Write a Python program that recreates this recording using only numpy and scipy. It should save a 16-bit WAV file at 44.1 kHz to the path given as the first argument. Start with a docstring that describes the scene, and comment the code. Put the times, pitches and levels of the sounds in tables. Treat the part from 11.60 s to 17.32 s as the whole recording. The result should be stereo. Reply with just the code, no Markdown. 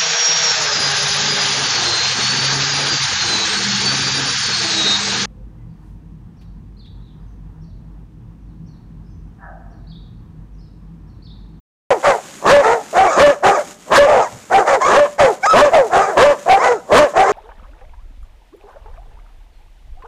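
"""Four dogs in a snowy farmyard

A deep bawler swoops up to held notes, a hound bays hoarsely, a chopper spits falling barks, a small dog yelps.
Each voice blends steady fold harmonics with chaotic growl and pulsed air, shaped by its throat.
Paws are grainy noise, footfalls low thuds; the yard adds a faint tail, a grain bin a very faint echo a side.
The right microphone is driven into clipping; the left one is weak, muffled and slightly late, over rumble."""
import sys
import numpy as np
from scipy import signal
from scipy.fft import rfft, irfft, next_fast_len
from scipy.io import wavfile
from scipy.ndimage import uniform_filter1d, map_coordinates

SR = 44100
rng = np.random.default_rng(int(sys.argv[2]) if len(sys.argv) > 2 else 0)


def wav_record(signal):
    """Record a signal, one row per channel, as 16-bit PCM in the file named by sys.argv[1]."""
    frames = np.transpose(np.atleast_2d(signal))
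    bounded = np.clip(frames, -1, 1)
    # unit amplitude maps onto the largest positive 16-bit level
    quanta = np.round(bounded * 32767).astype(np.int16)
    wavfile.write(sys.argv[1], SR, quanta)


N = 252252  # samples


def amp(db):
    """Decibels to gain."""
    return 10 ** (np.asarray(db) / 20)


def unit(x):
    """x scaled to rms 1."""
    return x / np.sqrt(np.mean(x ** 2) + 1e-20)


def along(points, hz):
    """(f/Hz, value) points read on a log frequency axis."""
    f, v = np.transpose(points)
    return np.interp(np.log(hz + 1), np.log(f), v)


def wobble(rate, size):
    """A smooth random curve through `rate` random knots a second."""
    knots = rng.standard_normal(int(size * rate / SR) + 4)
    return map_coordinates(knots, [np.arange(size) * rate / SR])


def coloured(x, spectrum):
    """x filtered by an (f/Hz, level/dB) response."""
    n = x.shape[-1]
    m = next_fast_len(n + 8192)
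    gain = amp(along(spectrum, np.fft.rfftfreq(m, 1 / SR)))
    return irfft(rfft(x, m) * gain, m)[..., :n]


def folds(pitch, throat, count):
    """Vocal fold harmonics, each as strong as the throat passes it; also the phase of the cycle."""
    phase = 2 * np.pi * np.cumsum(pitch) / SR
    k = np.arange(1, count + 1)[:, None]
    smooth_pitch = uniform_filter1d(pitch, SR // 200)
    gain = amp(along(throat, k * smooth_pitch))
    start_phase = rng.uniform(0, 2 * np.pi, k.shape)
    wave = np.sum(gain * np.sin(k * phase + start_phase), 0)
    return wave / np.sqrt(np.sum(gain ** 2, 0) / 2), phase


def bark(rows, clear, rasp, jitter, air, tremor):
    """One bark: steady fold vibration that breaks into irregular cycles and puffs of air as it roughens."""
    s, hz, db, rough, bite_db = np.transpose(rows)
    first = int(s[0] * SR)
    t = np.arange(first, max(int(s[-1] * SR), first + SR // 50)) / SR
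    n = len(t)
    pitch = np.interp(t, s, hz)
    rough = np.clip(np.interp(t, s, rough), 0, 1)
    # the roughness flickers, most widely in a clear voice
    flicker = np.exp(0.9 * (1 - rough) * wobble(60.2, n))
    rough = np.clip(rough * flicker, 0, 1)

    trembling_pitch = pitch * np.exp((0.0058 + tremor * rough) * wobble(258.1, n))
    tone, _ = folds(trembling_pitch, clear, count=14)
    tone = unit(tone * amp(3.1 * rough * wobble(138.0, n)))

    # chaotic folds: cycle length and strength wander fast
    chaotic_pitch = pitch * np.exp(jitter * wobble(349.4, n))
    growl, phase = folds(chaotic_pitch, rasp, count=22)
    growl = unit(growl * amp(2.3 * wobble(297.2, n)))

    # air hisses through the glottis, swelling once a cycle
    hiss = rng.standard_normal(n) * (1 + 0.36 * np.cos(phase))
    puffs = unit(coloured(hiss, rasp))
    hoarse = np.sqrt(1 - air) * growl + np.sqrt(air) * puffs
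    voice = np.sqrt(1 - rough) * tone + np.sqrt(rough) * hoarse

    # a wider mouth lets out more of the upper resonances
    upper = coloured(voice, [(600, -40), (950, -10), (1350, 0)])
    voice = voice + (amp(np.interp(t, s, bite_db)) - 1) * upper
    fade = np.clip(np.minimum(t - t[0], t[-1] - t) / 0.0005, 0, 1)
    shaped = voice * amp(np.interp(t, s, db)) * fade
    return np.pad(shaped, (first, N))[:N]


def dog(barks, clear, rasp, jitter, air, tremor):
    """All barks of one throat, each a list of stages (t/s, pitch f/Hz, level/dB, roughness 0-1, brightness/dB)."""
    return sum(bark(rows, clear, rasp, jitter, air, tremor) for rows in barks)


ATTACK_DB = 22  # a bawl, bay or chop climbs this far in its attack
BAWL_START_HZ, BAWL_OPEN_HZ, BAWL_BREAK_HZ = 127.92, 192.8, 261.4  # pitch along the swoop
BAWL_END_HZ, BAWL_RELEASE_DB = 132.7, 30  # pitch as it dies, and the drop in level
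BAWL_LOCK_S = .02  # the rasp locks into a note this fast
MUTTER_S, MUTTER_HZ, MUTTER_DB = .045, 111.99, -46  # the low growl that leads into each bawl
BAWL_SAG_HZ_PER_S, BAWL_FADE_DB_PER_S = 79.5, 123.5  # while the note is held
BAWL_RASP, BAWL_TIRING = 0.81, 1.33  # swoop roughness 0-1; how many times rougher the held note grows
BAWL_SHUT_DB, BAWL_OPENING_DB, BAWL_HELD_DB = -15, -5, -1  # mouth brightness


def bawl(s, attack, swoop, held, release, hz, swoop_db, held_db, rough, bite_db):
    """A growl swoops up as the mouth opens, locks into a clearer note that sags, and drops away."""
    start, lock = s - attack, s + swoop
    tired = lock + held
    tired_db = held_db - BAWL_FADE_DB_PER_S * held
    tired_hz = hz - BAWL_SAG_HZ_PER_S * held
    return [(start - MUTTER_S, MUTTER_HZ, MUTTER_DB, BAWL_RASP, BAWL_SHUT_DB),
            (start, BAWL_START_HZ, swoop_db - ATTACK_DB, BAWL_RASP, BAWL_SHUT_DB),
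            (s, BAWL_OPEN_HZ, swoop_db, BAWL_RASP, BAWL_OPENING_DB),
            (lock - BAWL_LOCK_S, BAWL_BREAK_HZ, swoop_db, BAWL_RASP, bite_db),
            (lock, hz, held_db, rough, BAWL_HELD_DB),
            (tired, tired_hz, tired_db, rough * BAWL_TIRING, BAWL_HELD_DB),
            (tired + release, BAWL_END_HZ, tired_db - BAWL_RELEASE_DB, BAWL_RASP, BAWL_SHUT_DB)]


# the bawler's throat, ringing clear and wide open in the rasp: f/Hz, level/dB
BAWLER_CLEAR_THROAT = [(150, -40), (300, -43), (450, -20), (580, 1), (870, -28), (1150, -60), (1700, -27),
                       (2400, -27), (7000, -63)]
BAWLER_RASP_THROAT = [(100, -11.5), (250, -10), (400, 0), (560, 4), (800, -2), (1100, 5), (1400, -6.5),
                      (1720, 0), (2200, -24.5), (4000, -26), (9000, -32.5)]
# bawls: t/s, attack/s, swoop/s, held/s, release/s, held pitch f/Hz, swoop level/dB, held level/dB,
# roughness as the hold begins 0-1, mouth brightness as the swoop ends/dB
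BAWL_CUES = [ (0.866, 0.036, 0.068, 0.078, 0.032, 289.2, 1, 5.5, 0.28, 7),
             (1.58, 0.032, 0.048, 0.085, 0.063, 293.4, 0.5, 6.5, 0.13, 3),
             (2.32, .022, .068, 0.071, 0.058, 290.3, 0.5, 8, 0.14, 9.5),
             (3.3, 0.074, 0.083, 0.068, 0.054, 295.9, -1.5, 3, 0.09, 3),
             (3.945, 0.032, .071, 0.06, 0.066, 296, 2, 4.5, 0.15, 1.5),
             (4.578, .022, .073, 0.066, 0.072, 293.5, 2.5, 4, 0.11, 0.5),
             (5.325, .028, .074, 0.048, 0.069, 299.2, 3.5, 3.5, 0.26, 3.5), ]


def bawler():
    """The deep dog: large folds swoop up in a rasp, then lock."""
    barks = [bawl(*row) for row in BAWL_CUES]
    return dog(barks, BAWLER_CLEAR_THROAT, BAWLER_RASP_THROAT, jitter=0.0261, air=0.5, tremor=0.032)


# shares of the note's pitch, and of the tail's pitch for the last one
BAY_START_RATIO, BAY_OPEN_RATIO, BAY_SETTLED_RATIO, BAY_END_RATIO = .81, .91, 0.99, 0.69
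BAY_SETTLE_S, BAY_RELEASE_S = 0.0263, 0.067
BAY_SWELL_DB, BAY_FADE_DB, BAY_RELEASE_DB = 5, 4, 16.5  # rise to the note; total fall at hold end and at note end
OVERLAP_S, TAIL_ATTACK_S, TAIL_EDGE_DB = .015, 0.02, 10  # the note hands over to its tail
BAY_RASP, BAY_CRACK_RASP, BAY_SHUT_DB = 0.71, 0.72, -8  # roughness 0-1 at edges and crack; mouth brightness


def bay(s, attack, held, hz, db, rough, bite_db, tail_after, tail_hz, tail_db):
    """A hoarse start settles on a note; as the mouth closes it cracks into a tail that slides down."""
    settled, crack = s + BAY_SETTLE_S, s + tail_after
    note = [(s - attack, hz * BAY_START_RATIO, db - ATTACK_DB, BAY_RASP, BAY_SHUT_DB),
            (s, hz * BAY_OPEN_RATIO, db - BAY_SWELL_DB, BAY_RASP, bite_db),
            (settled, hz * BAY_SETTLED_RATIO, db, rough, bite_db),
            (settled + held, hz, db - BAY_FADE_DB, rough, bite_db),
            (crack + OVERLAP_S, hz, db - BAY_RELEASE_DB, BAY_RASP, bite_db)]
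    tail_edge_db = tail_db - TAIL_EDGE_DB
    tail = [(crack - TAIL_ATTACK_S, tail_hz, tail_edge_db, BAY_RASP, 0),
            (crack, tail_hz, tail_db, BAY_CRACK_RASP, 0),
            (crack + BAY_RELEASE_S, tail_hz * BAY_END_RATIO, tail_edge_db, BAY_RASP, BAY_SHUT_DB)]
    return note, tail


# the hound's throat, clear, wide open in the rasp, and with the mouth half shut: f/Hz, level/dB
HOUND_CLEAR_THROAT = [(200, -38), (390, -22), (770, 0), (1150, -26), (1550, -21), (2300, -28), (3200, -48),
                      (7000, -60)]
HOUND_RASP_THROAT = [(120, -17), (280, -22.5), (420, -2.5), (600, 2.5), (800, 0.5), (1000, -6),
                     (1280, -4.5), (1900, -14), (2800, -35), (4500, -37), (9000, -38)]
HOUND_CLOSING_THROAT = [(200, -18), (400, 7.5), (540, 18), (850, 0), (1100, -16), (1700, -3), (3000, -47),
                        (7000, -45)]
# bays: t/s, attack/s, held/s, pitch f/Hz, level/dB, roughness 0-1, mouth brightness/dB,
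# tail after/s, tail pitch f/Hz, tail level/dB
BAY_CUES = [ (1.358, 0.03, 0.072, 385.2, 1, 0.39, -1, .11, 369, -7.5),
            (1.842, 0.018, 0.038, 399.8, 3, 0.52, 0.5, 0.08, 444.3, -6.5),
            (2.929, .03, 0.041, 393, 3.5, 0.24, -1.5, .063, 440, -4),
            (4.335, .04, 0.037, 394.9, -1, 0.65, 2.5, 0.16, 414, -9),
            (4.895, .036, .032, 392.8, 5.5, 0.13, -3.5, .078, 437.7, -10),
            (5.57, 0.034, 0.03, 392.4, 3.5, 0.4, -1.5, 0.13, 432.4, -5.5), ]


def hound():
    """The hoarse dog: the open throat voices the notes, the half-shut one their tails."""
    notes, tails = zip(*[bay(*row) for row in BAY_CUES])
    open_notes = dog(notes, HOUND_CLEAR_THROAT, HOUND_RASP_THROAT, jitter=0.0385, air=0.58, tremor=0.0582)
    closing_tails = dog(tails, HOUND_CLOSING_THROAT, HOUND_RASP_THROAT, jitter=0.045, air=0.44, tremor=0.056)
    return open_notes + closing_tails


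CHOP_START_RATIO = .83  # share of the first pitch as the attack begins
CHOP_DROOP_HZ, CHOP_END_HZ = 416.4, 244.4  # pitch after the droop and at the end
CHOP_RELEASE_S, CHOP_FADE_DB, CHOP_RELEASE_DB = 0.049, 1, 23  # release; level lost over hold and release
CHOP_CLOSING_DB, CHOP_SHUT_DB = 1, -6  # brightness lost over the hold; brightness in the tail


def chop(s, attack, held, droop, first_hz, last_hz, db, droop_db, rough, later_rough, bite_db):
    """A harsh burst changes roughness over its hold, then droops in pitch and level as the mouth closes."""
    drooped = s + held + droop
    return [(s - attack, first_hz * CHOP_START_RATIO, db - ATTACK_DB, rough, bite_db),
            (s, first_hz, db, rough, bite_db),
            (s + held, last_hz, db - CHOP_FADE_DB, later_rough, bite_db - CHOP_CLOSING_DB),
            (drooped, CHOP_DROOP_HZ, droop_db, later_rough, CHOP_SHUT_DB),
            (drooped + CHOP_RELEASE_S, CHOP_END_HZ, droop_db - CHOP_RELEASE_DB, rough, CHOP_SHUT_DB)]


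# the chopper's throat, ringing clear and wide open in the rasp: f/Hz, level/dB
CHOPPER_CLEAR_THROAT = [(200, 0), (400, 12.5), (540, 9.5), (850, -21), (1100, -8.5), (1700, -28),
                        (3000, -44), (7000, -39.5)]
CHOPPER_RASP_THROAT = [(120, -14.5), (280, -23.5), (450, -3.5), (580, 0), (690, 5.5), (860, 2.5),
                       (1080, -10.5), (1330, -7), (1620, -16), (2000, -14), (2800, -35), (4500, -37),
                       (7000, -42), (10000, -43)]
# chops: t/s, attack/s, held/s, droop/s, first pitch f/Hz, last held pitch f/Hz, level/dB, drooped level/dB, # #
# roughness 0-1, later roughness 0-1, mouth brightness/dB; the row at 1.98 s is no chop but a faint, clearer #
# note near 600 Hz that lingers after a bawl
CHOP_CUES = [ (0.304, 0.0075, 0.018, 0.038, 592.3, 518.6, 0, -12, 0.58, 0.65, 0.5),
             (0.452, 0.023, 0.057, .065, 591.7, 546.4, -3, -16.5, 1, 0.6, 7.5),
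             (1.045, 0.046, 0.089, 0.076, 432.5, 478, -4.5, -24, 0.9, 0.77, 4.5),
             (1.98, 0.041, 0.026, 0.034, 606, 595, -10.5, -37, 0.37, 0.36, -4),
             (2.495, 0.054, .085, .048, 620, 493.7, -1.5, -6.5, 0.82, 1.03, -1),
             (3.078, .025, 0.074, 0.036, 608, 531, -4, -13.5, 0.9, 0.43, 6.5),
             (3.6, 0.019, .058, .052, 612.7, 525.5, 0.5, -8, 0.79, 0.54, 6),
             (4.142, .028, .043, 0.086, 686.6, 571, 2, -17.5, 0.95, 0.63, -1),
             (5.045, 0.061, 0.079, 0.034, 498.4, 478.7, -5, -15, 0.93, 0.35, 6), ]


def chopper():
    """The harsh dog: short barks with much growl and air. Its table also holds one faint, clearer note near 600
    Hz that lingers after a bawl, played through the same throat."""
    barks = [chop(*row) for row in CHOP_CUES]
    return dog(barks, CHOPPER_CLEAR_THROAT, CHOPPER_RASP_THROAT, jitter=0.0281, air=0.63, tremor=0.041)


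YELP_START_RATIO, YELP_EDGE_DB = .88, 15.5  # share of the first pitch; level climbed and lost at the edges
YELP_RASP = 0.75  # roughness 0-1 of the frayed ends


def yelp(s, attack, glide, release, first_hz, last_hz, db, last_db, rough):
    """A thin high note that glides up or down and frays as it goes."""
    glided = s + glide
    return [(s - attack, first_hz * YELP_START_RATIO, db - YELP_EDGE_DB, YELP_RASP, 0),
            (s, first_hz, db, rough, 0),
            (glided, last_hz, last_db, YELP_RASP, 0),
            (glided + release, last_hz, last_db - YELP_EDGE_DB, YELP_RASP, 0)]


# the yelper's throat, ringing clear and wide open in the rasp: f/Hz, level/dB
YELPER_CLEAR_THROAT = [(400, -20), (700, -3), (1150, 0), (1600, -5), (2000, -12), (2280, -5), (2550, -34),
                       (4000, -37), (5200, -25), (6500, -38), (12000, -52)]
YELPER_RASP_THROAT = [(250, -25), (600, 4.5), (1000, 1), (1300, -8), (1700, -0.5), (2100, -21.5),
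                      (2600, -26.5), (4500, -30.5), (7000, -27), (10000, -48)]
# yelps: t/s, attack/s, glide/s, release/s, first pitch f/Hz, last pitch f/Hz, level/dB,
# level after the glide/dB, roughness 0-1
YELP_CUES = [ (1.466, 0.034, 0.052, 0.23, 1085, 1247, -14.5, -10.5, 0.1),
             (1.953, 0.04, .04, 0.049, 1265, 687, -10.5, -17, 0.33),
             (2.629, .035, 0.029, 0.036, 1290, 987, -12, -18, 0.44),
             (3.218, 0.016, 0.059, 0.11, 995, 1225, -8, -7.5, 0.65),
             (4.425, .035, 0.041, 0.048, 1258, 1142, -11, -21, 0.06),
             (5.007, 0.028, .05, 0.15, 1040, 1338, -9, -19, 0),
             (5.678, 0.037, 0.037, 0.03, 1045, 1138, -10.5, -14, 0.42), ]
# one squeal that leaps to a nearly pure high note: t/s, pitch f/Hz, level/dB, roughness 0-1
SQUEAL_STAGES = [(3.818, 732, -56, 0.16), (3.836, 746.5, -7, 0), (3.854, 829, -7.5, 0.31),
                 (3.859, 1067, -2, 0.25), (3.875, 1263, -7.5, 0.06), (3.907, 1292, -3.5, 0.03),
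                 (3.933, 1291, -4, 0.07), (3.97, 1165, -25, 0)]


def yelper():
    """The small dog: light folds give thin high yelps and one squeal."""
    squeal = [(*stage, 0) for stage in SQUEAL_STAGES]  # mouth brightness 0 dB
    barks = [yelp(*row) for row in YELP_CUES] + [squeal]
    return dog(barks, YELPER_CLEAR_THROAT, YELPER_RASP_THROAT, jitter=0.0605, air=0.34, tremor=0.062)


SHUFFLE_DB, FLURRY_EDGE_DB_PER_S = -54.5, 255  # crunch between flurries; how fast a flurry comes and goes
# flurries of paws in the snow: t/s, length/s, relative level/dB
FLURRY_CUES = [(0.324, 1.4, -42.5), (1.898, .22, -42.5), (2.211, 0.71, -46.5), (2.936, 0.602, -46),
               (3.687, 0.056, -41), (3.836, 1.14, -45), (4.887, 0.26, -48), (5.318, 0.19, -44)]
# colour of the crunch: f/Hz, relative level per Hz/dB
CRUNCH_COLOUR = [(60, -16), (150, 8), (400, 7), (650, -3.5), (1100, 2.5), (2000, -0.5), (3500, -4.5),
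                 (5500, -8.5), (9000, -7), (14000, 9.5), (15000, -43)]


def paws(level_db, grain_db):
    """Cold snow crunches in dense uneven grains, in flurries as the dogs dart about."""
    t = np.arange(N) / SR
    flurries = []
    for s, length, db in FLURRY_CUES:
        outside = np.abs(t - np.clip(t, s, s + length))  # seconds away from the flurry
        flurries.append(db - FLURRY_EDGE_DB_PER_S * outside)
    crunch_db = np.maximum(np.max(flurries, axis=0), SHUFFLE_DB)
    unevenness_db = grain_db * wobble(460, N) + 1.5 * wobble(24.995, N)
    grains = rng.standard_normal(N) * amp(unevenness_db)
    return unit(coloured(grains, CRUNCH_COLOUR)) * amp(level_db + crunch_db)


# dull footfalls in the snow, before the right channel's boost: t/s, left level/dB, right level/dB
THUD_CUES = [(2.75, -43, -35), (4.349, -33, -66), (4.44, -38, -52)]


def footfalls(decay):
    """Heavy steps: low noise swells and dies by 60 dB in `decay` seconds on each side of a peak."""
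    t = np.arange(N) / SR
    push = 0
    for s, left_db, right_db in THUD_CUES:
        peak_db = np.array([[left_db], [right_db]])
        push = push + amp(peak_db - 60 * np.abs(t - s) / decay)
    thud_colour = [(30, -14), (110, 8.5), (250, -1), (700, -42), (3000, -90)]
    return push * unit(coloured(rng.standard_normal(N), thud_colour))


# reverberation of the yard: f/Hz, time to fall 60 dB/s
YARD_DECAY = [(200, 0.58), (600, 0.61), (2000, 0.46), (8000, 0.71)]


def yard(x, tail_db, bin_db, bin_delay):
    """Snow banks and fences scatter a faint tail; the steel grain bin adds a very faint delayed copy."""
    hz, t, z = signal.stft(rng.standard_normal(SR), SR, nperseg=256)
    decay = amp(-60 * t / along(YARD_DECAY, hz)[:, None])
    tail = signal.istft(z * decay, SR, nperseg=256)[1]
    scatter = signal.fftconvolve(x, tail / np.linalg.norm(tail))[:N]
    echo = np.pad(x, (int(bin_delay * SR), 0))[:N]
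    return amp(tail_db) * scatter + amp(bin_db) * echo


def scene():
    """The pack, yard and paws at two microphones; the bawler stands furthest to the left."""
    bawls, bays, chops, yelps = bawler(), hound(), chopper(), yelper()
    pack = bawls + bays + chops + yelps
    left = amp(0.5) * bawls + amp(-3.0) * bays + amp(-1.9) * chops + amp(-2) * yelps
    # the echo comes later on the left than on the right
    left = left + yard(pack, tail_db=-21, bin_db=-57, bin_delay=.46)
    left = left + paws(level_db=14, grain_db=16)
    right = pack + yard(pack, tail_db=-19.5, bin_db=-55.5, bin_delay=0.18)
    right = right + paws(level_db=13.5, grain_db=2.0)
    return np.array([left, right])


START_S, TOP_HZ = .305, 15500  # silence before this time; nothing above this frequency
# colour of the low rumble: f/Hz, relative level per Hz/dB
RUMBLE_COLOUR = [(20, -10), (60, -1), (110, -4), (200, 9), (400, -12), (1000, -20), (4000, -25),
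                 (9000, -29), (14200, -25.5), (15000, -53)]
# microphone responses, left muffled and right open: f/Hz, level/dB
LEFT_RESPONSE = [(30, -56), (170, -44), (340, -19.5), (600, -20), (1000, -22), (1700, -25.5), (2500, -30),
                 (7000, -67), (14000, -38)]
RIGHT_RESPONSE = [(30, -23), (200, -3.5), (4500, -1), (5700, 3), (6900, 8), (8500, -0.5), (12000, -18.5)]


def record(dry):
    """A muffled, slightly late left microphone over low rumble, and a hot right one that clips flat."""
    rumble = amp(-48.5) * unit(coloured(rng.standard_normal((2, N)), RUMBLE_COLOUR))
    floor = rumble + footfalls(decay=0.27)
    late = np.pad(dry[0], (int(0.00024 * SR), 0))[:N]
    ports = np.array([coloured(late, LEFT_RESPONSE), coloured(dry[1], RIGHT_RESPONSE)]) + floor
    ports = ports * (np.arange(N) / SR > START_S)
    hot = ports * np.array([[1], [amp(2.5)]])  # the right channel runs hotter
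    clipped = hot / (1 + np.abs(hot) ** 16) ** (1 / 16)
    # the right channel's top is softened after the clipping
    soft_right = coloured(clipped[1], [(8000, 0), (10000, 0), (13500, -7), (16000, -19)])
    softened = np.array([clipped[0], soft_right])
    below_top = np.fft.rfftfreq(N, 1 / SR) < TOP_HZ
    return irfft(rfft(softened) * below_top, N)


dry = scene()
out = record(dry)
wav_record(out)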